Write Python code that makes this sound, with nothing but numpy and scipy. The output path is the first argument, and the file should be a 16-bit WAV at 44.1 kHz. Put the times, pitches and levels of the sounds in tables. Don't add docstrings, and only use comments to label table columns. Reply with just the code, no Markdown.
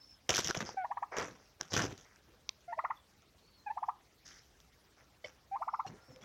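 import sys
import numpy as np
from scipy import signal
from scipy.fft import rfft, irfft
from scipy.io import wavfile
from scipy.ndimage import uniform_filter1d

SR = 44100
rng = np.random.default_rng(int(sys.argv[2]) if len(sys.argv) > 2 else 0)


def natural_amplitude(level_db):
    exponent = np.asarray(level_db, float) / 20
    return 10 ** exponent


def pcm_store(signal):
    levels = np.round(np.clip(np.atleast_2d(signal), -1, 1) * 32767)
    wavfile.write(sys.argv[1], SR, levels.astype(np.int16).T)


N = 275184
T = np.arange(N) / SR


def unit(x):
    return x / np.sqrt(np.mean(x ** 2))


def colour(x, points):
    hz, db = np.transpose(points)
    f = np.fft.rfftfreq(len(x), 1 / SR) + 1
    gain = natural_amplitude(np.interp(np.log(f), np.log(hz), db))
    return irfft(rfft(x) * gain, len(x))


def band(x, lo_hz, hi_hz):
    return signal.sosfilt(signal.butter(2, [lo_hz, hi_hz], "band", fs=SR, output="sos"), x)


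def walk(rate):
    k = int(SR / rate)
    held = np.repeat(rng.standard_normal(N // k + 1), k)
    return 1.03 * uniform_filter1d(held, k)[:N]


def add(out, s, sound):
    i = int(s * SR)
    out[i:i + len(sound)] += sound[:N - i]


def ring(hz, t60):
    t = T[:int(t60 * SR)]
    return np.sin(2 * np.pi * hz * t) * np.exp(-np.log(1000) * t / t60)


def grit(rate, scatter_db, hiss):
    crack_s = .0006
    hit = rng.random(N) < rate / SR
    size = np.minimum(rng.exponential(size=N), 2.7)
    noise = rng.standard_normal(N)
    bursts = signal.lfilter([1], [1, -np.exp(-1 / (crack_s * SR))], hit * natural_amplitude(scatter_db * size))
    return unit(bursts * rng.standard_normal(N)) + hiss * noise


def patchy(x, points, patchy_db):
    spectrum = rfft(colour(x, points))
    thirds = 3 * np.log2(np.fft.rfftfreq(N, 1 / SR) + 1)
    first, last = np.ceil(3 * np.log2([points[0][0], points[-1][0]]))
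    out = 0
    for centre in np.arange(first, last):
        share = np.cos(np.pi / 2 * np.clip(thirds - centre, -1, 1)) ** 2
        out = out + natural_amplitude(patchy_db * walk(50)) * irfft(spectrum * share, N)
    return unit(out)


# (start [s], length [s], starting pitch [Hz], middle pitch [Hz], end pitch [Hz],
#                        level at the starting pitch [dB])
HELD_NOTES = [(.766, 0.079, 779, 750, 703, -33.5), (2.676, 0.052, 698, 702, 678, -43),
              (3.659, 0.034, 853, 833, 776, -38), (3.693, 0.02, 828, 857, 881, -40),
              (5.51, 0.042, 780, 776, 828, -40), (5.845, 0.013, 763, 790, 765, -41)]
# (second harmonic [dB], third harmonic [dB])
HELD_OVERTONES = [(-15.5, -22), (-22, -23.5), (-12, -15.5), (-15, -28), (-30.5, -29), (-39, -45)]


def held_notes():
    attack_s, release_s = 0.013, 0.0038
    db_per_octave = 50
    out, t = np.zeros(N), T[:SR // 8]
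    for (s, length, *pitch_hz, db), (second_db, third_db) in zip(HELD_NOTES, HELD_OVERTONES):
        opening = np.interp(t, [0, attack_s, length, length + release_s], [0, 1, 1, 0])
        gate = np.sin(np.pi / 2 * opening) ** 2
        hz = uniform_filter1d(np.interp(t, [0, length / 2, length], pitch_hz), size=400)
        phase = 2 * np.pi * np.cumsum(hz) / SR
        tone = np.sin(phase) + natural_amplitude(second_db) * np.sin(2 * phase) + natural_amplitude(third_db) * np.sin(3 * phase)
        level = np.sqrt(2) * natural_amplitude(db + db_per_octave * np.log2(hz / pitch_hz[0]))
        add(out, s, gate * level * tone)
    return out


# (time of the crest [s], crest level before smoothing [dB],
#                        pitch at the crest [Hz], steepest climb [Hz/ms], swell time [ms])
CHIRP_CALLS = [
    [(.848, -29, 880, 31.2, 6.4), (.915, -28.5, 892, 40.7, 5.8), (0.973, -28.5, 890, 51, 1.8),
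     (1.029, -26.5, 880, 58.6, 3.1)],
    [(2.73, -32, 917, 12.5, 4.6), (2.784, -33, 654, 2.8, 5.5), (2.792, -24.5, 1007, 54, 2.5),
     (2.843, -31.5, 704, 16, 2.2), (2.85, -24, 1004, 63, 1.9), (2.908, -26.5, 1010, 55, 4)],
    [(3.776, -28.5, 878, 49, 4.2), (3.833, -26.5, 900, 43.7, 4.8), (3.889, -22.5, 900, 54, 3.2)],
    [(5.562, -30.5, 1002, 28.7, 6.8), (5.624, -29, 1063, 57.5, 8.6), (5.684, -27, 1037, 62, 5.3),
     (5.741, -25.5, 1020, 61, 4.2), (5.798, -25, 1000, 53, 3.3)],
]
# (second harmonic [dB], third harmonic [dB], throat resonance [Hz],
#                        top of the sweep [Hz])
CHIRP_THROATS = [(-15.5, -29, 1785, 1330), (-10, -22, 1915, 1540), (-27, -46, 1750, 1420),
                 (-25, -34.5, 2090, 1470)]


def chirps():
    lead_s = .03
    low_hz, throat_width_hz, upper_throat_hz = 638, 280, 2310
    crest_s, tail_s, tail_db = 0.00083, .0075, -6
    out, t = np.zeros(N), T[:int(.07 * SR)] - lead_s
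    for call, (second_db, third_db, throat_hz, top_hz) in zip(CHIRP_CALLS, CHIRP_THROATS):
        middle, half = (top_hz + low_hz) / 2, (top_hz - low_hz) / 2
        for s, db, hz, climb, swell_ms in call:
            start = np.arctanh(np.clip((hz - middle) / half, -.99, .99))
            pitch = middle + half * np.tanh(start + climb * 1e3 * t / half)
            phase = 2 * np.pi * np.cumsum(pitch) / SR
            rise = np.exp(-np.abs(t * 1e3 / swell_ms) ** 1.26)
            crest = np.exp(-(t / crest_s) ** 2)
            tail = natural_amplitude(tail_db) * np.exp(-(t / tail_s) ** 4) * (1 - crest)
            env = np.where(t < 0, rise, crest + tail)
            env = uniform_filter1d(uniform_filter1d(env, size=60), size=45)
            near = np.exp(-(t / 0.0067) ** 2)
            lo_hz, hi_hz = throat_hz - throat_width_hz / 2, throat_hz + throat_width_hz / 2
            second = natural_amplitude(second_db) * band(near * np.sin(2 * phase), lo_hz, hi_hz)
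            upper_throat = natural_amplitude(third_db) / (1 + ((3 * pitch - upper_throat_hz) / 250) ** 2)
            third = near * upper_throat * np.sin(3 * phase)
            add(out, s - lead_s, natural_amplitude(db) * (env * np.sin(phase) + second + third))
    return out


def hen():
    rasp_hz, breath_db = (1340, 2550), -26
    voice = held_notes() + chirps()
    effort = uniform_filter1d(np.abs(voice), size=500, origin=200)
    rasp = unit(band(band(rng.standard_normal(N), *rasp_hz), *rasp_hz))
    return voice + natural_amplitude(breath_db) * effort * rasp


# (start [s], time to fade by 20 dB [s], crackle [dB], scrape [dB], thud [dB])
SCUFFS = [(0.29, 0.1112, -31, -33.5, -40.5), (0.334, 0.0946, -32.5, -55, -49),
          (0.366, 0.0385, -28, -59, -58), (0.38, 0.0857, -32, -39, -47.5), (0.441, 0.09, -31.5, -45, -48),
          (0.489, 0.027, -32, -31.5, -43.5), (.545, 0.0842, -45, -44.5, -53), (.568, 0.0239, -43, -49, -36),
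          (0.6, 0.1271, -48.5, -44.5, -43.5), (1.166, 0.1, -37.5, -34.5, -49),
          (1.195, 0.163, -57, -46.5, -44.5), (1.595, 0.1457, -57, -57, -60), (1.716, 0.107, -40, -45, -46),
          (1.736, 0.0432, -34, -39.5, -36), (1.762, 0.0752, -32, -32.5, -31),
          (1.794, 0.0982, -38, -35.5, -38), (1.834, 0.09, -43.5, -46, -37.5),
          (1.905, 0.0562, -49.5, -49.5, -46.5), (1.975, 0.07, -53.5, -64, -61), (2.27, 0.24, -76, -72, -65),
          (4.255, 0.28, -59, -76, -69), (5.239, 0.12, -59, -58.5, -67.5), (5.861, 0.06, -55.5, -53, -53),
          (5.888, 0.1, -79, -57, -48), (6.082, 0.14, -73, -65.5, -55), (6.19, 0.76, -61, -59.5, -58.5)]
# (frequency [Hz], relative level per Hz [dB])
CRACKLE_SPECTRUM = [(1500, -12), (2600, -13.5), (3200, -3.5), (4300, -11), (5900, 0.5), (7200, -10.5),
                    (8600, -27), (16200, -29.5)]
SCRAPE_SPECTRUM = [(300, -7.5), (550, -1.5), (1500, -1), (2900, -12)]
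THUD_SPECTRUM = [(50, -9.5), (120, -1), (400, -5.5), (800, -15.5)]


def scuffs():
    attack_share = 0.064
    power = np.zeros((3, N))
    for s, fade, *db in SCUFFS:
        t = T[:int(3 * fade * SR)]
        attack = np.minimum(t / (attack_share * fade), 1) ** 2
        shape = attack * natural_amplitude(-2 * 20 * (t / fade) ** 1.06)
        for layer, layer_db in zip(power, db):
            add(layer, s, natural_amplitude(2 * layer_db) * shape)
    grains = grit(550, 3.6, .45) * natural_amplitude(2.0 * walk(120))
    crackle = patchy(grains, CRACKLE_SPECTRUM, 3.2)
    scrape = patchy(grains + grit(400, 3.9, 0.5), SCRAPE_SPECTRUM, 2.4)
    thud = patchy(grit(250, 1.2, 1.27), THUD_SPECTRUM, 4.7)
    return np.sum(np.sqrt(power) * [crackle, scrape, thud], axis=0)


# (time [s], crack level before colouring [dB], ring pitch [Hz], ring level [dB])
TICKS = [(0.293, -7, 410, -28), (0.3024, -22, 840, -41), (0.3408, -20.5, 2390, -25.5),
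         (0.3597, -23.5, 2980, -29), (0.3805, -15.5, 1520, -24), (0.3903, -19, 403, -29),
         (0.4457, -18.5, 2940, -46), (0.5007, -39, 376, -29), (0.5091, -19.5, 1550, -22.5),
         (0.5467, -32, 2440, -31.5), (0.5672, -35.5, 710, -34.5), (0.5724, -50, 168, -31.5),
         (0.6055, -29, 1680, -29.5), (0.6913, -33.5, 870, -33), (0.7446, -68, 500, -43.5),
         (1.1668, -39.5, 684, -33), (1.1844, -20.5, 466, -26.5), (1.213, -50, 4750, -28),
         (1.611, -19, 1580, -33), (1.739, -24, 300, -35.5), (1.7659, -20.5, 1480, -26.5),
         (1.7758, -30, 400, -34), (1.7822, -22.5, 199, -38), (1.7934, -29, 1560, -24),
         (1.8213, -21.5, 272, -41), (1.8338, -34, 250, -34.5), (1.852, -28, 395, -30.5),
         (1.843, -28.5, 1500, -47),  (2.16, -43.5, 1640, -52.5), (2.4917, -43, 1070, -42),
         (4.2573, -45.5, 5450, -56), (4.6027, -43.5, 500, -76), (6.1613, -41.5, 2300, -54.5)]


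def ticks():
    cracks, rings = np.zeros(N), np.zeros(N)
    t = T[:int(.01 * SR)]
    for s, db, hz, ring_db in TICKS:
        noise = rng.standard_normal(len(t))
        add(cracks, s, natural_amplitude(db) * noise * np.exp(-t / 0.00097))
        add(rings, s, natural_amplitude(ring_db) * ring(hz, 0.0075 + 5 / hz))
    return colour(cracks, CRACKLE_SPECTRUM) + uniform_filter1d(rings, size=7)


# (time [s], level [dB])
KNOCKS = [(5.242, -24.5), (5.291, -49)]
# (frequency [Hz], relative level [dB], time to decay by 60 dB [s])
KNOCK_MODES = [(517, -16, 0.06), (598, -12, 0.052), (2003, -15, 0.044), (2196, -11, 0.041),
               (3070, -14, 0.039), (3490, -21, 0.057), (4580, -16, 0.04), (5260, -12.5, 0.038)]


def knocks():
    contact_s = 0.0043
    rings = np.zeros(N)
    for s, db in KNOCKS:
        for hz, mode_db, t60 in KNOCK_MODES:
            mode = ring(hz, t60)
            onset = np.minimum(T[:len(mode)] / contact_s, 1) ** 2
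            add(rings, s, natural_amplitude(db + mode_db) * mode * onset)
    return uniform_filter1d(rings, size=7)


# (time [s], level before colouring [dB])
SNAPS = [(2.4922, -7)]
# (frequency [Hz], relative level [dB])
SNAP_SPECTRUM = [(1200, -51.5), (2200, 0), (6300, -0.5), (7500, -27), (12000, -48), (16000, -43)]


def snaps():
    out, t = np.zeros(N), T[:int(.01 * SR)]
    for s, db in SNAPS:
        splinters = .1 * rng.standard_normal(len(t)) * np.exp(-t / .001)
        add(out, s, natural_amplitude(db) * ((t == 0) + splinters))
    return colour(out, SNAP_SPECTRUM)


# (start [s], length [s], low swish [dB], mid swish [dB], high swish [dB])
BRUSHES = [(0.653, 0.064, -60, -55.5, -52), (1.113, .11, -43.5, -45.5, -60.5),
           (1.373, 0.13, -72.5, -79, -70), (1.698, 0.051, -59, -63, -51), (1.988, 0.21, -75, -70.5, -77.5),
           (4.245, 0.15, -77.5, -63.5, -60.5), (4.96, 0.072, -70.5, -69, -74),
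           (5.923, 0.3, -69.5, -73, -80.5)]
# (lower edge [Hz], upper edge [Hz])
BRUSH_BANDS = [(350, 1160), (1200, 2310), (4600, 6450)]


def brushes():
    attack_s, release_s = 0.01, 0.059
    env = np.zeros((3, N))
    for s, length, *db in BRUSHES:
        corners_s = [0, attack_s, length, length + release_s]
        shape = np.interp(T[:SR // 2], corners_s, [0.15, 0.97, 0.8, 0.017]) ** 2
        for layer, layer_db in zip(env, db):
            add(layer, s, natural_amplitude(layer_db) * shape)
    out = np.zeros(N)
    for layer, hz in zip(env, BRUSH_BANDS):
        swish = unit(band(band(grit(500, 3.3, 0.97), *hz), *hz))
        out += layer * natural_amplitude(2.0 * walk(40)) * swish
    return out


# (frequency [Hz], level [dB], time to decay by 60 dB [s])
MESH_MODES = [(518, -31.5, 0.36), (783, -29.5, 0.3), (1372, -27.5, 0.24), (2990, -29, 0.22),
              (5840, -29, 0.23)]


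def mesh(x):
    response = np.zeros(SR // 2)
    for hz, db, t60 in MESH_MODES:
        mode = ring(hz, t60)
        add(response, 0, natural_amplitude(db) * mode / np.sqrt(np.sum(mode ** 2)))
    return x + signal.fftconvolve(x, response)[:N]


# (start [s], length [s], pitch [Hz], fundamental [dB], each overtone [dB])
CREAKS = [(5.866, .024, 1440, -69, -57), (5.93, .19, 1390, -69, -92), (6.15, .066, 517, -58.5, -83)]


def creaks():
    out = np.zeros(N)
    waver = 1 + .012 * walk(150)
    flutter = natural_amplitude(3 * walk(150))
    for s, length, hz, db, upper_db in CREAKS:
        i, n = int(s * SR), int(length * SR)
        phase = 2 * np.pi * hz * np.cumsum(waver[i:i + n]) / SR
        overtones = sum(np.sin(k * phase) for k in range(2, 5))
        tone = natural_amplitude(db) * np.sin(phase) + natural_amplitude(upper_db) * overtones
        add(out, s, np.sqrt(np.hanning(n)) * flutter[i:i + n] * tone)
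    return out


# (from [s], echo delay [ms], echo level before filtering [dB])
PLACES = [(0, 5.24, -2), (2, 5.6, -4), (3.3, 6, -6), (5.4, 6.8, -4)]


def pen(x):
    late_s, late_db = .0135, -17
    echo_low_hz, echo_top_hz = 802, 1370
    tail_t60_s, tail_db, tail_top_hz = 0.25, -23.5, 4060
    t = T[:int(tail_t60_s * SR)]
    noise = band(rng.standard_normal(len(t)), 150, tail_top_hz)
    tail = noise * np.exp(-np.log(1000) * t / tail_t60_s) * (t > .012)
    tail = natural_amplitude(tail_db) * tail / np.sqrt(np.sum(tail ** 2))
    echoes = np.zeros(N)
    place = np.searchsorted(np.array(PLACES)[:, 0], T, side="right") - 1
    for k, (_, delay_ms, db) in enumerate(PLACES):
        add(echoes, delay_ms / 1e3, natural_amplitude(db) * x * (place == k))
    add(echoes, late_s, natural_amplitude(late_db) * x)
    return x + band(echoes, echo_low_hz, echo_top_hz) + signal.fftconvolve(x, tail)[:N]


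# (start [s], length [s], pitch at the ends [Hz], pitch at the top [Hz], level [dB])
WHISTLES = [(0, 0.156, 5220, 5326, -59.5), (2.949, 0.03, 3400, 3550, -64.5), (3.377, .25, 4070, 4470, -73),
            (5.688, 0.099, 5025, 5470, -72), (6.007, 0.15, 5130, 5480, -70.5),
            (6.219, 0.037, 3170, 3410, -61.5)]


def whistles():
    echo_s, echo_db = 0.026, -5.5
    out, waver = np.zeros(N), 1 + .006 * walk(80)
    for s, length, end_hz, top_hz, db in WHISTLES:
        i = int(s * SR)
        arch = np.sin(np.pi * T[:int(length * SR)] / length)[:N - i]
        hz = (end_hz + (top_hz - end_hz) * arch) * waver[i:][:len(arch)]
        tone = np.sin(2 * np.pi * np.cumsum(hz) / SR)
        add(out, s, natural_amplitude(db) * np.minimum(arch / 0.3, 1) * tone)
    out = out * (1 + 0.8 * unit(uniform_filter1d(rng.standard_normal(N), size=400)))
    add(out, echo_s, natural_amplitude(echo_db) * out)
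    return out


# (frequency [Hz], relative level per Hz [dB])
AIR_SPECTRUM = [(34, -0.5), (56, 5), (180, -5.5), (400, -8.5), (900, -12.5), (3000, -17.5), (5600, -17.5),
                (7000, -23.5), (8300, -28), (20000, -29)]


def air():
    air_db, stirring_db = -67, -21.0
    hush = patchy(rng.standard_normal(N), AIR_SPECTRUM, 3.5)
    stirring = patchy(grit(28, 5.7, 0.5), CRACKLE_SPECTRUM, 2.2)
    return natural_amplitude(air_db) * (hush + natural_amplitude(stirring_db) * stirring)


def scene():
    litter = ticks() + knocks() + snaps()
    walled = pen(hen() + natural_amplitude(-6) * litter)
    dry = walled + litter + mesh(scuffs() + brushes()) + creaks() + whistles() + air()
    return dry[None]


def low_pass(x):
    return signal.sosfilt(signal.butter(12, 16380, fs=SR, output="sos"), x)


def record(dry):
    bass_cut = signal.butter(2, 45, "high", fs=SR, output="sos")
    mix = signal.sosfilt(bass_cut, dry)
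    return low_pass(mix)


dry = scene()
out = record(dry)
pcm_store(out)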